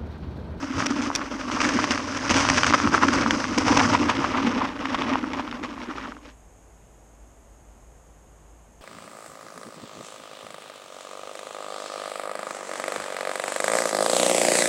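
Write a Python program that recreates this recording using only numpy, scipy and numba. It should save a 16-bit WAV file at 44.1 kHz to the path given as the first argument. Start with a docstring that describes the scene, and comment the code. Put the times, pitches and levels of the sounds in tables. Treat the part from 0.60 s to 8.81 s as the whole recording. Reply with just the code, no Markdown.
"""Two car tyres are hauled on a rope, stride by stride, along a forest gravel path, past a listener
at ground level, and come to rest. Stones knock against the rubber, grit crunches and twigs snap
under it, and the air inside the tyres booms. A trekking pole clicks on a stone.
A faint steady hiss and a low hum remain when the dragging stops."""
import sys
import numpy as np
from scipy import signal
from scipy.fft import rfft, irfft
from scipy.io import wavfile
from scipy.ndimage import uniform_filter1d
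from numba import njit

SR = 44100
rng = np.random.default_rng(int(sys.argv[2]) if len(sys.argv) > 2 else 0)


def int16_out(signal):
    """Quantize to a 16-bit WAV file."""
    q = np.round(np.clip(np.atleast_2d(signal).T, -1, 1) * 32767)
    wavfile.write(sys.argv[1], SR, q.astype(np.int16))


N = 362061

# The tone of crunching grit and of hissing sand. Each row: frequency in Hz, relative level in dB.
GRIT_SPECTRUM = [(200, -1.5), (650, -1.5), (1300, 2), (2000, 4), (2900, 2.5), (3500, -2), (4200, -6),
                 (5600, -2), (7000, -14.5), (10000, -27), (14000, -98)]
SAND_SPECTRUM = [(2000, -28), (3900, -7), (4900, 3), (5900, 3.5), (6500, -1), (7000, -8), (8000, -11.5),
                 (9500, -20.5), (11000, -31.5), (14000, -58.5)]


def dragging():
    """The tread catches and slips over stones, grit and sand; all of them flutter with its grip."""
    pull_db, extra_grit_db = hauling()
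    near_db = nearness()  # each layer follows its own share of this rise and fall
    ground_db = pull_db + drift(6.1)
    grit_db = ground_db + extra_grit_db
    boom_jolt, ground_jolt = jolts()
    grip = drift(24.6)
    coarse = grains(650, spread_db=3.0) * from_db(2.0 * grip)
    fine = grains(4000, spread_db=2.5) * from_db(3.7 * grip)
    dust = grains(9000, spread_db=4.0) * from_db(2.0 * grip)
    contacts = rms_one(fine) + 0.92 * rms_one(coarse)
    rolling = from_db(-35 + ground_db + 0.26 * near_db) * rolling_stones(coarse, fine)
    # Small chips ring as they are ground together.
    ticks = pings(rms_one(coarse) + 0.5 * rms_one(fine), low_hz=1680, high_hz=7400, cycles=20.0)
    grit = from_db(-39 + grit_db + 0.33 * near_db) * grinding_grit(contacts, ticks)
    sand = from_db(-39.5 + grit_db + 0.49 * near_db + sand_shade()) * hissing_sand(dust, ticks)
    boom_gain = from_db(-35 + 0.96 * pull_db + 0.037 * near_db + drift(6.5))
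    boom = np.hypot(boom_gain, boom_jolt) * flexing(air_boom(contacts), bend=0.018, rate=7.97)
    boom = resonate(boom, hz=255, width=244)  # the hollow tyre rounds off each jolt
    walls = from_db(-46.5 + grit_db + 0.27 * near_db) * rubber_walls(coarse)
    rumble_gain = from_db(-40.5 + ground_db + 0.72 * near_db)
    rumble = np.hypot(rumble_gain, ground_jolt) * ground_rumble(fine)
    return rolling + grit + sand + boom + walls + rumble


def hauling():
    """Each stride tightens the rope. Gives the level of the drag and of its extra grit, in dB."""
    # Each row: time of full pull in seconds, length in seconds, boost in dB, extra grit in dB.
    pulls = [(0.167, 0.27, 2, 0), (1.056, 0.3, 2.5, 2.5), (1.735, 0.44, 3.5, 1.5), (2.267, 0.48, 5, -2),
             (3.031, 0.54, 6, -1.5), (3.69, 0.36, 4, 0), (4.29, 0.25, 3, 1.5), (4.714, 0.1, 2, -1.5),
             (5.244, 0.25, 1, 2.5), (5.673, 0.024, 10, 9.5)]
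    # The tyres hang back for a moment. Each row: start in seconds, length in seconds, dip in dB.
    lulls = [(0.553, 0.028, -4.5), (0.676, 0.024, -5.5), (0.778, 0.013, -7), (1.99, 0.075, -3.5),
             (2.122, .01, -3.5), (2.169, 0.037, -3.5), (2.301, 0.01, -7.5), (2.389, 0.019, -5),
             (3.519, 0.017, -5), (4.095, 0.055, -3), (5.145, 0.03, -1.5)]
    # The walker tires and stops. Each row: time in seconds, change of level in dB.
    slowing = [(4.5, 2.5), (5.49, -4.5), (5.6, -17.5), (5.7, -25.5), (5.88, -50)]
    surges = np.array([swell(s, length, rise_s=0.067, fall_s=0.062) for s, length, *_ in pulls])
    dips_db = sum(db * swell(s, length, rise_s=0.014, fall_s=0.014) for s, length, db in lulls)
    _, _, pull_db, grit_db = np.transpose(pulls)
    return pull_db @ surges + dips_db + in_time(slowing), grit_db @ surges


def nearness():
    """Level in dB of the two tyres going by: power falls with the square of the distance."""
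    # Each row: time when a tyre is closest in seconds, seconds it takes to travel that distance.
    passes = [(1.98, 0.2), (3.2, 0.14)]
    t = np.arange(N) / SR
    return 10 * np.log10(sum(1 / (1 + ((t - s) / passing_s) ** 2) for s, passing_s in passes))


def jolts():
    """Brief swells of boom and ground rumble as the tyres drop over bumps and a boot lands nearby."""
    # Each row: time in seconds, hollow boom in dB, ground thud in dB.
    bumps = [(0.034, -29, -39), (.1, -28, -47), (.255, -32, -50), (0.31, -21.5, -48), (.35, -26, -48.5),
             (.395, -23.5, -46), (0.441, -24.5, -44), (.475, -30, -48), (0.749, -26.5, -62),
             (0.941, -26, -39), (1.06, -18, -40), (1.16, -19.5, -46), (1.23, -24, -48), (1.315, -24.5, -52),
             (1.715, -23, -55), (1.771, -19, -45), (1.92, -23.5, -27.5), (1.961, -21.5, -36),
             (2.11, -20.5, -33), (2.253, -21, -42), (2.285, -31, -25.5), (2.445, -28.5, -32),
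             (2.491, -21.5, -42), (2.57, -20, -31), (2.62, -25, -36), (2.68, -21, -44), (2.745, -22, -50),
             (2.785, -28, -49), (2.912, -21.5, -40), (2.985, -19.5, -45), (3.03, -24.5, -45),
             (3.12, -16, -46), (3.19, -17, -30), (3.26, -16, -54), (3.33, -23, -29), (3.415, -20, -49),
             (3.46, -20, -56), (3.6, -21, -34), (3.775, -26, -39), (3.84, -19.5, -50), (3.879, -17.5, -48),
             (3.975, -24.5, -50), (4.03, -27, -47), (4.47, -24, -48), (4.53, -22, -53), (4.638, -28, -58),
             (5.02, -35, -59), (5.289, -30.5, -57)]
    shapes = np.array([swell(s, hold_s=0, rise_s=0.031, fall_s=0.027) for s, *_ in bumps])
    _, boom_db, thud_db = np.transpose(bumps)
    boot = from_db(-29) * swell(0.17, hold_s=0, rise_s=0.031, fall_s=0.08)
    return from_db(boom_db) @ shapes, from_db(thud_db) @ shapes + boot


def air_boom(push):
    """The air in the tyres booms under the shaking tread; the rear one takes over from the front."""
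    # Front tyre, then rear. Each row: pitch in Hz, width of the resonance in Hz, relative level in dB.
    cavities = [(264.3, 70, 0), (257.8, 88.6, 0)]
    rear_share = in_time([(2.1, 0), (2.6, 1)])
    boom = np.zeros(N)
    for (hz, width, db), share in zip(cavities, (1 - rear_share, rear_share)):
        air = resonate(resonate(push, hz, width), hz, width)
        boom += from_db(db) * np.sqrt(share) * even(air, span_s=0.036)
    return boom


def flexing(boom, bend, rate):
    """The tyre deforms as it slides, so the pitch of its boom wanders by the small share `bend`."""
    n = np.arange(N)
    return np.interp(n + np.cumsum(bend * drift(rate)), n, boom)


def rubber_walls(push):
    """Stones set the rubber walls ringing faintly in broken snatches."""
    # Each row: pitch in Hz, width of the resonance in Hz, relative level in dB.
    tones = [(473.4, 130, -7), (591.6, 58, 1.5)]
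    rings = sum(from_db(db) * resonate(resonate(push, hz, width), hz, width) for hz, width, db in tones)
    return rms_one(rings)


def stones(contacts, cycles):
    """Stones clack against the rubber, each at its own pitch."""
    # The mix of stone sizes. Each row: pitch in Hz, relative level in dB.
    sizes = [(450, 13), (700, -29.5), (900, -1.5), (1200, 2.5), (1500, -3), (2000, -15), (2600, -16.5)]
    # Stones ring higher as the tyres approach than after. Each row: time in seconds, pitch factor.
    pitch = [(2.2, 1.041), (3.1, 0.956)]
    return pings(contacts, low_hz=508.5, high_hz=2537.0, cycles=cycles, sizes=sizes, pitch=in_time(pitch))


def rolling_stones(coarse, fine):
    """Stones clatter along under the tread, and small ones flip over at random."""
    clatter = stones(rms_one(coarse) + 0.98 * rms_one(fine), cycles=26.5)
    flips = muffle(stones(grains(44, spread_db=8.0), cycles=6.1), hz=3200)
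    return even(clatter, span_s=0.094) + from_db(-7.5) * flips


def knocks(cycles, rise_s, crack_hz, crack_cycles, spray_s, spray_db, sand_db):
    """A big stone flips under the tread: one sharp crack, a brief spray of grit and a damped knock."""
    # Each row: start in seconds, knock level in dB, pitch in Hz, crack level in dB.
    big_stones = [(0.2032, -10.5, 1180, -23), (0.5021, -11.5, 1000, -47), (0.5145, -16, 1200, -42),
                  (0.5644, -22, 1050, -48), (0.5935, -18.5, 1120, -45.5), (0.8997, -17, 1120, -45),
                  (1.0042, -9, 1510, -15.5), (1.0157, -17, 1500, -14.5), (1.0505, -10.5, 1780, -22),
                  (1.1894, -9.5, 1050, -42), (1.2413, -8.5, 1070, -17), (1.3077, -34, 1700, -13),
                  (1.377, -15, 1250, -22.5), (1.6944, -24, 1610, -16.5), (1.709, -9, 1280, -14.5),
                  (1.7427, -14, 1800, -15.5), (1.8512, -7.5, 1070, -26), (1.8881, -9.5, 1130, -13.5),
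                  (1.982, -13, 1700, -14.5), (1.9872, -11, 1500, -22), (2.0333, -5, 1260, -14.5),
                  (2.0442, -7, 1400, -20), (2.0785, -10.5, 1450, -25), (2.0992, -13, 1450, -17),
                  (2.1072, -9, 1100, -19), (2.1257, -8, 1130, -20), (2.1367, -6.5, 1170, -13.5),
                  (2.1418, -5, 1160, -28), (2.2008, -9.5, 1290, -25), (2.2738, -7, 1220, -25),
                  (2.3433, -4, 1200, -35), (2.3478, -7.5, 1300, -21), (2.379, -7, 1340, -42),
                  (2.4255, -9, 1370, -33), (2.4344, -5, 1080, -27), (2.4835, -13, 1440, -19),
                  (2.4864, -5.5, 1400, -21), (2.662, -6, 1160, -40.5), (2.708, -3.5, 1770, -16),
                  (2.8419, -11, 1460, -30), (2.981, -15, 1400, -21.5), (3.0818, -7, 960, -18),
                  (3.1728, -8, 1070, -20), (3.1946, -16, 1170, -13.5), (3.2018, -11, 1060, -18),
                  (3.2126, -5, 980, -41), (3.3352, -12, 1060, -25), (3.3519, -16, 1000, -19),
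                  (3.496, -7, 1110, -24), (3.6433, -7.5, 1070, -35.5), (3.6474, -9.5, 1260, -22),
                  (4.255, -19, 1050, -19.5), (4.345, -10.5, 980, -40), (4.4199, -16.5, 990, -18.5),
                  (4.535, -21, 1600, -22), (4.556, -7.5, 980, -25), (4.6415, -15, 1280, -50),
                  (4.7963, -13.5, 920, -37), (4.8773, -21, 1060, -32), (4.9125, -29, 1700, -25.5),
                  (4.9265, -21, 1190, -33), (5.217, -32, 1700, -31), (5.3835, -25, 1150, -39),
                  (5.4575, -23, 1300, -43), (5.5209, -22.5, 1290, -52), (5.5674, -29.5, 1310, -60)]
    bodies, spray = np.zeros(N), np.zeros(N)
    t = np.arange(SR // 20) / SR
    for s, db, hz, crack_db in big_stones:
        span = slice(int(s * SR), int(s * SR) + len(t))
        envelope = (1 - np.exp(-t / rise_s)) * np.exp(-np.log(1000) * t * hz / cycles)
        bodies[span] += from_db(db) * envelope / envelope.max() * np.sin(2 * np.pi * hz * t)
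        spray[span] += from_db(crack_db + spray_db) * rng.choice([-1, 1], len(t)) * np.exp(-t / spray_s)
    times, _, _, cracks_db = np.transpose(big_stones)
    cracks = ring(strikes(times, cracks_db), crack_hz, crack_cycles / crack_hz)
    sand = from_db(sand_db + sand_shade()) * colour(spray, SAND_SPECTRUM)
    gritty = colour(spray, GRIT_SPECTRUM) + sand
    # The rubber dulls what happens beneath it.
    return muffle(bodies, hz=3200) + muffle(gritty - 2 * cracks, hz=6100)


def scuffs(per_s, width_share, release_s, depth_db, top_hz):
    """The tread shoves a heap of stones: a dull grinding builds up, then lets go."""
    # Each row: time of the peak in seconds, level in dB, build-up in seconds, pitch in Hz.
    heaps = [(.617, -25, 0.0096, 1180), (.748, -33, 0.028, 1180), (.815, -31, 0.022, 1190),
             (0.972, -23.5, 0.014, 1050), (1.049, -24, 0.018, 1740), (1.195, -22, 0.0056, 1090),
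             (2.145, -13.5, 0.0062, 1120), (2.25, -22, 0.02, 1220), (2.35, -17, 0.024, 1270),
             (2.436, -15, 0.023, 1160), (2.59, -27, 0.086, 1400), (2.636, -25, 0.04, 1290),
             (3.094, -17.5, 0.012, 980), (3.126, -16.5, 0.013, 990), (3.205, -17, 0.028, 940),
             (3.25, -20.5, 0.017, 1360), (3.352, -15, 0.016, 1050), (3.751, -21, 0.013, 1070),
             (3.786, -22.5, 0.022, 990), (4.021, -18.5, 0.02, 930), (4.049, -22.5, 0.0091, 870),
             (4.552, -29, 0.13, 920), (5.31, -32, 0.027, 1180), (5.455, -37.5, 0.094, 1270)]
    out = np.zeros(N)
    t = np.arange(SR // 4) / SR - 1 / 8  # seconds from the peak
    contacts = grains(per_s, spread_db=0.5)
    for s, db, build_s, hz in heaps:
        start = int((s + t[0]) * SR)
        span = slice(start, start + len(t))
        grinding = muffle(resonate(contacts[span], hz, width_share * hz), hz=top_hz)
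        level_db = db - depth_db * np.maximum(-t / build_s, t / release_s)
        out[span] += from_db(level_db) * even(grinding, span_s=0.008)
    return out


def crunches(per_s, sand_db, stones_db):
    """Packed gravel breaks loose in a short volley of contacts."""
    # Each row: start in seconds, level in dB, rough length in seconds.
    patches = [(0.182, -28, 0.05), (0.259, -24, 0.013), (0.303, -28.5, 0.016), (0.417, -31, 0.073),
               (0.913, -31.5, 0.084), (1.005, -26.5, 0.11), (1.087, -24.5, 0.0096), (1.135, -27, 0.013),
               (1.308, -24, 0.02), (1.569, -26.5, 0.011), (1.701, -17.5, 0.027), (1.759, -20, 0.051),
               (1.802, -24, 0.052), (1.899, -14.5, 0.0023), (1.974, -17.5, 0.01), (2.065, -16, 0.011),
               (2.143, -21.5, 0.013), (2.336, -28, 0.054), (2.43, -29.5, 0.011), (2.53, -27, 0.061),
               (2.977, -20, 0.014), (3.073, -28, 0.03), (3.171, -17, 0.0088), (3.186, -25.5, 0.029),
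               (3.337, -25, 0.023), (3.492, -18, 0.015), (3.55, -31, 0.0193), (3.764, -26, 0.03),
               (3.867, -23.5, 0.014), (4.344, -23.5, 0.015), (4.734, -28, 0.0077), (4.795, -30, 0.02),
               (5.03, -31, 0.04)]
    envelope = np.zeros(N)
    for s, db, length in patches:
        hold_end, fade_end = s + 0.0016 + 0.34 * length, s + 0.0014 + 1.03 * length
        envelope += from_db(db) * in_time([(s - 0.001, 0), (s + 0.00022, 1), (hold_end, 1), (fade_end, 0)])
    contacts = grains(per_s, spread_db=4.0)
    grit = rms_one(colour(contacts, GRIT_SPECTRUM))
    sand = from_db(sand_db + sand_shade()) * rms_one(colour(contacts, SAND_SPECTRUM))
    clatter = from_db(stones_db) * stones(contacts, cycles=35.0)
    return envelope * even(grit + sand + clatter, span_s=0.045)


def grinding_grit(contacts, ticks):
    """Grit crackles under the tread, and single sharp chips spit out."""
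    chips = pings(grains(85, spread_db=1.3), low_hz=1500, high_hz=3300, cycles=3.6)
    crackle = colour(ticks + 2.5 * rms_one(contacts), GRIT_SPECTRUM)
    return even(crackle, span_s=0.094) + from_db(-3.5) * muffle(chips, hz=4500)


def hissing_sand(dust, ticks):
    """Thousands of tiny contacts a second blur into a hiss."""
    return even(colour(ticks + 2.9 * rms_one(dust), SAND_SPECTRUM), span_s=0.22)


def sand_shade():
    """The drop in the sand's hiss, in dB, once the tyres are behind the listener."""
    return in_time([(3.12, 0), (4.22, -13.5)])


def ground_rumble(contacts):
    """The dragging tread makes the ground rumble."""
    # Each row: frequency in Hz, relative level in dB.
    spectrum = [(15, -27.5), (40, -15.5), (65, 12), (85, 20.5), (103, 22), (130, 16), (180, 13.5),
                (300, -43.5)]
    return even(colour(contacts, spectrum), span_s=0.023)


def twig_snaps(ring_s, splinter_db, splinter_s):
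    """Dry twigs break under the tread with a short bright ring and a spray of splinters."""
    # Each row: start in seconds, level in dB, pitch in Hz.
    twigs = [(1.3203, -12, 5300), (2.0335, -13, 3100), (2.7085, -7.5, 3250), (2.9817, -26, 3770),
             (2.9843, -5.5, 5500)]
    t = np.arange(N) / SR
    rings = sum(ring(strikes([s], db), hz, ring_s) for s, db, hz in twigs)
    envelope = sum(from_db(db) * (t >= s) * np.exp(-np.abs(t - s) / splinter_s) for s, db, _ in twigs)
    splinters = resonate(envelope * rng.choice([-1, 1], N), hz=5200, width=2200)
    return muffle(rings, hz=6000) + from_db(splinter_db) * muffle(splinters, hz=8500)


def trekking_pole(scratch_db, scratch_s):
    """The hard tip of the pole scratches and chatters on a stone, and the metal shaft rings."""
    # The tip is planted, then later strikes and bounces. Each row: time in seconds, level in dB.
    taps = [(0.2612, -27), (0.266, -20.5), (0.5514, -18.5), (0.5529, -20), (0.5585, -32), (0.5592, -17),
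            (0.5586, -25)]
    # The shaft's tones. Each row: pitch in Hz, relative level in dB, seconds to fade by 60 dB.
    tones = [(1720, -13, 0.014), (2450, -2, 0.02), (3580, -6, 0.015), (4650, -10, 0.0075),
             (5660, 2.5, 0.0097), (5770, -1, 0.011), (6450, -18, 0.013), (8500, -22, 0.014),
             (10200, -29, 0.012)]
    clicks = strikes(*np.transpose(taps))
    rings = sum(from_db(db) * ring(clicks, hz, ring_s) for hz, db, ring_s in tones)
    envelope = signal.lfilter([1], [1, -np.exp(-1 / (scratch_s * SR))], clicks + 1e-18)
    scratch = resonate(envelope * rng.standard_normal(N), hz=4570, width=1500)
    return muffle(rings + from_db(scratch_db) * scratch, hz=8350)


def forest_hush(hush_db, hum_hz, waver_hz, hum_db):
    """Soft forest hush with a thin hiss and a low wavering hum."""
    # Each row: frequency in Hz, relative level in dB.
    spectrum = [(15, -13), (38, -3.5), (53, -2), (70, -7.5), (110, -11), (250, -16), (700, -16.5),
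                (1500, -27), (3000, -34.5), (4300, -42.5), (6000, -37), (6500, -23.5), (7000, -29),
                (10500, -40), (14000, -46.5)]
    phase = 2 * np.pi * np.cumsum(hum_hz + waver_hz * drift(6.6)) / SR
    hum = np.sin(phase) * from_db(hum_db + drift(4.3))
    return from_db(hush_db) * rms_one(colour(rng.standard_normal(N), spectrum)) + hum


def grains(per_s, spread_db):
    """Random contacts, about `per_s` each second: many small, a few large."""
    sizes = from_db(spread_db * np.minimum(rng.exponential(1, N), 4.5)) * rng.choice([-1, 1], N)
    return sizes * (rng.random(N) < per_s / SR)


def strikes(times, levels_db):
    """One click at each time."""
    clicks = np.zeros(N)
    clicks[(np.asarray(times) * SR).astype(int)] = from_db(levels_db)
    return clicks


def pings(contacts, low_hz, high_hz, cycles, sizes=((100, 0), (20000, 0)), pitch=1):
    """Each contact rings one grain at a random pitch, fading by 60 dB over `cycles` vibrations."""
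    at = np.flatnonzero(contacts)
    hz = (low_hz * (high_hz / low_hz) ** rng.random(N))[at]
    turns = np.exp((2j * np.pi - np.log(1000) / cycles) * hz * np.broadcast_to(pitch, N)[at] / SR)
    heights = contacts[at] * from_db(at_hz(sizes, hz)) * np.sqrt(hz)
    rings = dying_sines(at, heights, turns, size=int(cycles * SR / low_hz))
    return rms_one(np.pad(rings, (0, N))[:N])


@njit
def dying_sines(at, heights, turns, size):
    """Add up fading tones: each starts at its own sample, then shrinks and turns by a constant step."""
    out = np.zeros(at[-1] + size)
    for k in range(len(at)):
        z = heights[k] + 0j
        for n in range(size):
            out[at[k] + n] += z.imag
            z *= turns[k]
    return out


def ring(clicks, hz, ring_s):
    """Each click starts a tone of the same height that fades by 60 dB in `ring_s` seconds."""
    r, w = np.exp(-np.log(1000) / (ring_s * SR)), 2 * np.pi * hz / SR
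    return signal.lfilter([0, np.sin(w)], [1, -2 * r * np.cos(w), r * r], clicks + 1e-18)


def resonate(x, hz, width):
    """Let through a band `width` Hz wide, with a gain of 1 at its peak."""
    r = np.exp(-np.pi * width / SR)
    feedback = [1, -2 * r * np.cos(2 * np.pi * hz / SR), r * r]
    return signal.lfilter(np.array([1, 0, -1]) * (1 - r * r) / 2, feedback, x + 1e-18)


def muffle(x, hz):
    """Soften the treble above `hz`."""
    return signal.sosfilt(signal.butter(2, min(hz, 0.45 * SR), fs=SR, output="sos"), x + 1e-18)


def colour(x, spectrum, size=8192):
    """Shape the tone to a spectrum with a minimum-phase filter, so clicks keep their sharp front."""
    gains = from_db(at_hz(spectrum, np.fft.rfftfreq(size, 1 / SR)))
    cepstrum = irfft(np.log(gains))
    cepstrum[1:size // 2] *= 2
    cepstrum[size // 2 + 1:] = 0  # nothing sounds ahead of a click
    response = irfft(np.exp(rfft(cepstrum)))
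    return signal.oaconvolve(x, response / np.abs(response).max())[:N]


def drift(rate):
    """A smooth random wander of typical size 1; a higher `rate` (Hz) wanders faster."""
    step = 40  # samples between points
    r = np.exp(-2 * np.pi * rate * step / SR)
    slow = signal.lfilter([1], [1, -2 * r, r * r], rng.standard_normal(N // step + 2002))[2000:]
    return np.interp(np.arange(N) / step, np.arange(len(slow)), rms_one(slow))


def swell(s, hold_s, rise_s, fall_s):
    """Rise to 1 at `s` seconds, hold, then fall."""
    return np.interp(np.arange(N) / SR, np.cumsum([s - rise_s, rise_s, hold_s, fall_s]), [0, 1, 1, 0])


def even(x, span_s):
    """Hold the average level (rms) at 1 over short spans, keeping the grain within them."""
    size = max(int(span_s * SR), 2)
    power = uniform_filter1d(uniform_filter1d(x * x, size), size)
    return x / np.sqrt(np.abs(power) + 1e-12)


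def in_time(points):
    """Join (seconds, value) points with straight lines, giving a value for every sample."""
    return np.interp(np.arange(N) / SR, *np.transpose(points))


def at_hz(spectrum, hz):
    """Read a spectrum's level in dB between its points, on a log-frequency axis."""
    points_hz, points_db = np.transpose(spectrum)
    return np.interp(np.log(hz + 1e-9), np.log(points_hz), points_db)


def from_db(db):
    """Turn decibels into a gain."""
    return 10 ** (np.asarray(db) / 20)


def rms_one(x):
    """Scale to an average level (rms) of 1."""
    return x / np.sqrt(np.mean(x ** 2) + 1e-20)


def scene():
    """Everything as heard from the edge of the path, in one channel."""
    tyres = dragging() + crunches(per_s=2700, sand_db=-0.5, stones_db=-0.5)
    tyres += twig_snaps(ring_s=0.0033, splinter_db=-11, splinter_s=0.0029)
    tyres += knocks(cycles=6.4, rise_s=0.0003, crack_hz=2520, crack_cycles=2.4,
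                    spray_s=0.0028, spray_db=-6.5, sand_db=-3.0)
    tyres += scuffs(per_s=5000, width_share=0.35, release_s=0.01, depth_db=14, top_hz=2610)
    pole = trekking_pole(scratch_db=2.0, scratch_s=0.0029)
    forest = forest_hush(hush_db=-53, hum_hz=53.0, waver_hz=1.5, hum_db=-50.5)
    return (tyres + pole + forest)[None, :]


def record(dry):
    """Cut the bass below 28 Hz and the treble above 14000 Hz."""
    thinned = signal.sosfilt(signal.butter(2, 28, "high", fs=SR, output="sos"), dry)
    return signal.sosfilt(signal.ellip(10, 0.1, 80, 14000, fs=SR, output="sos"), thinned)


dry = scene()
out = record(dry)
int16_out(out)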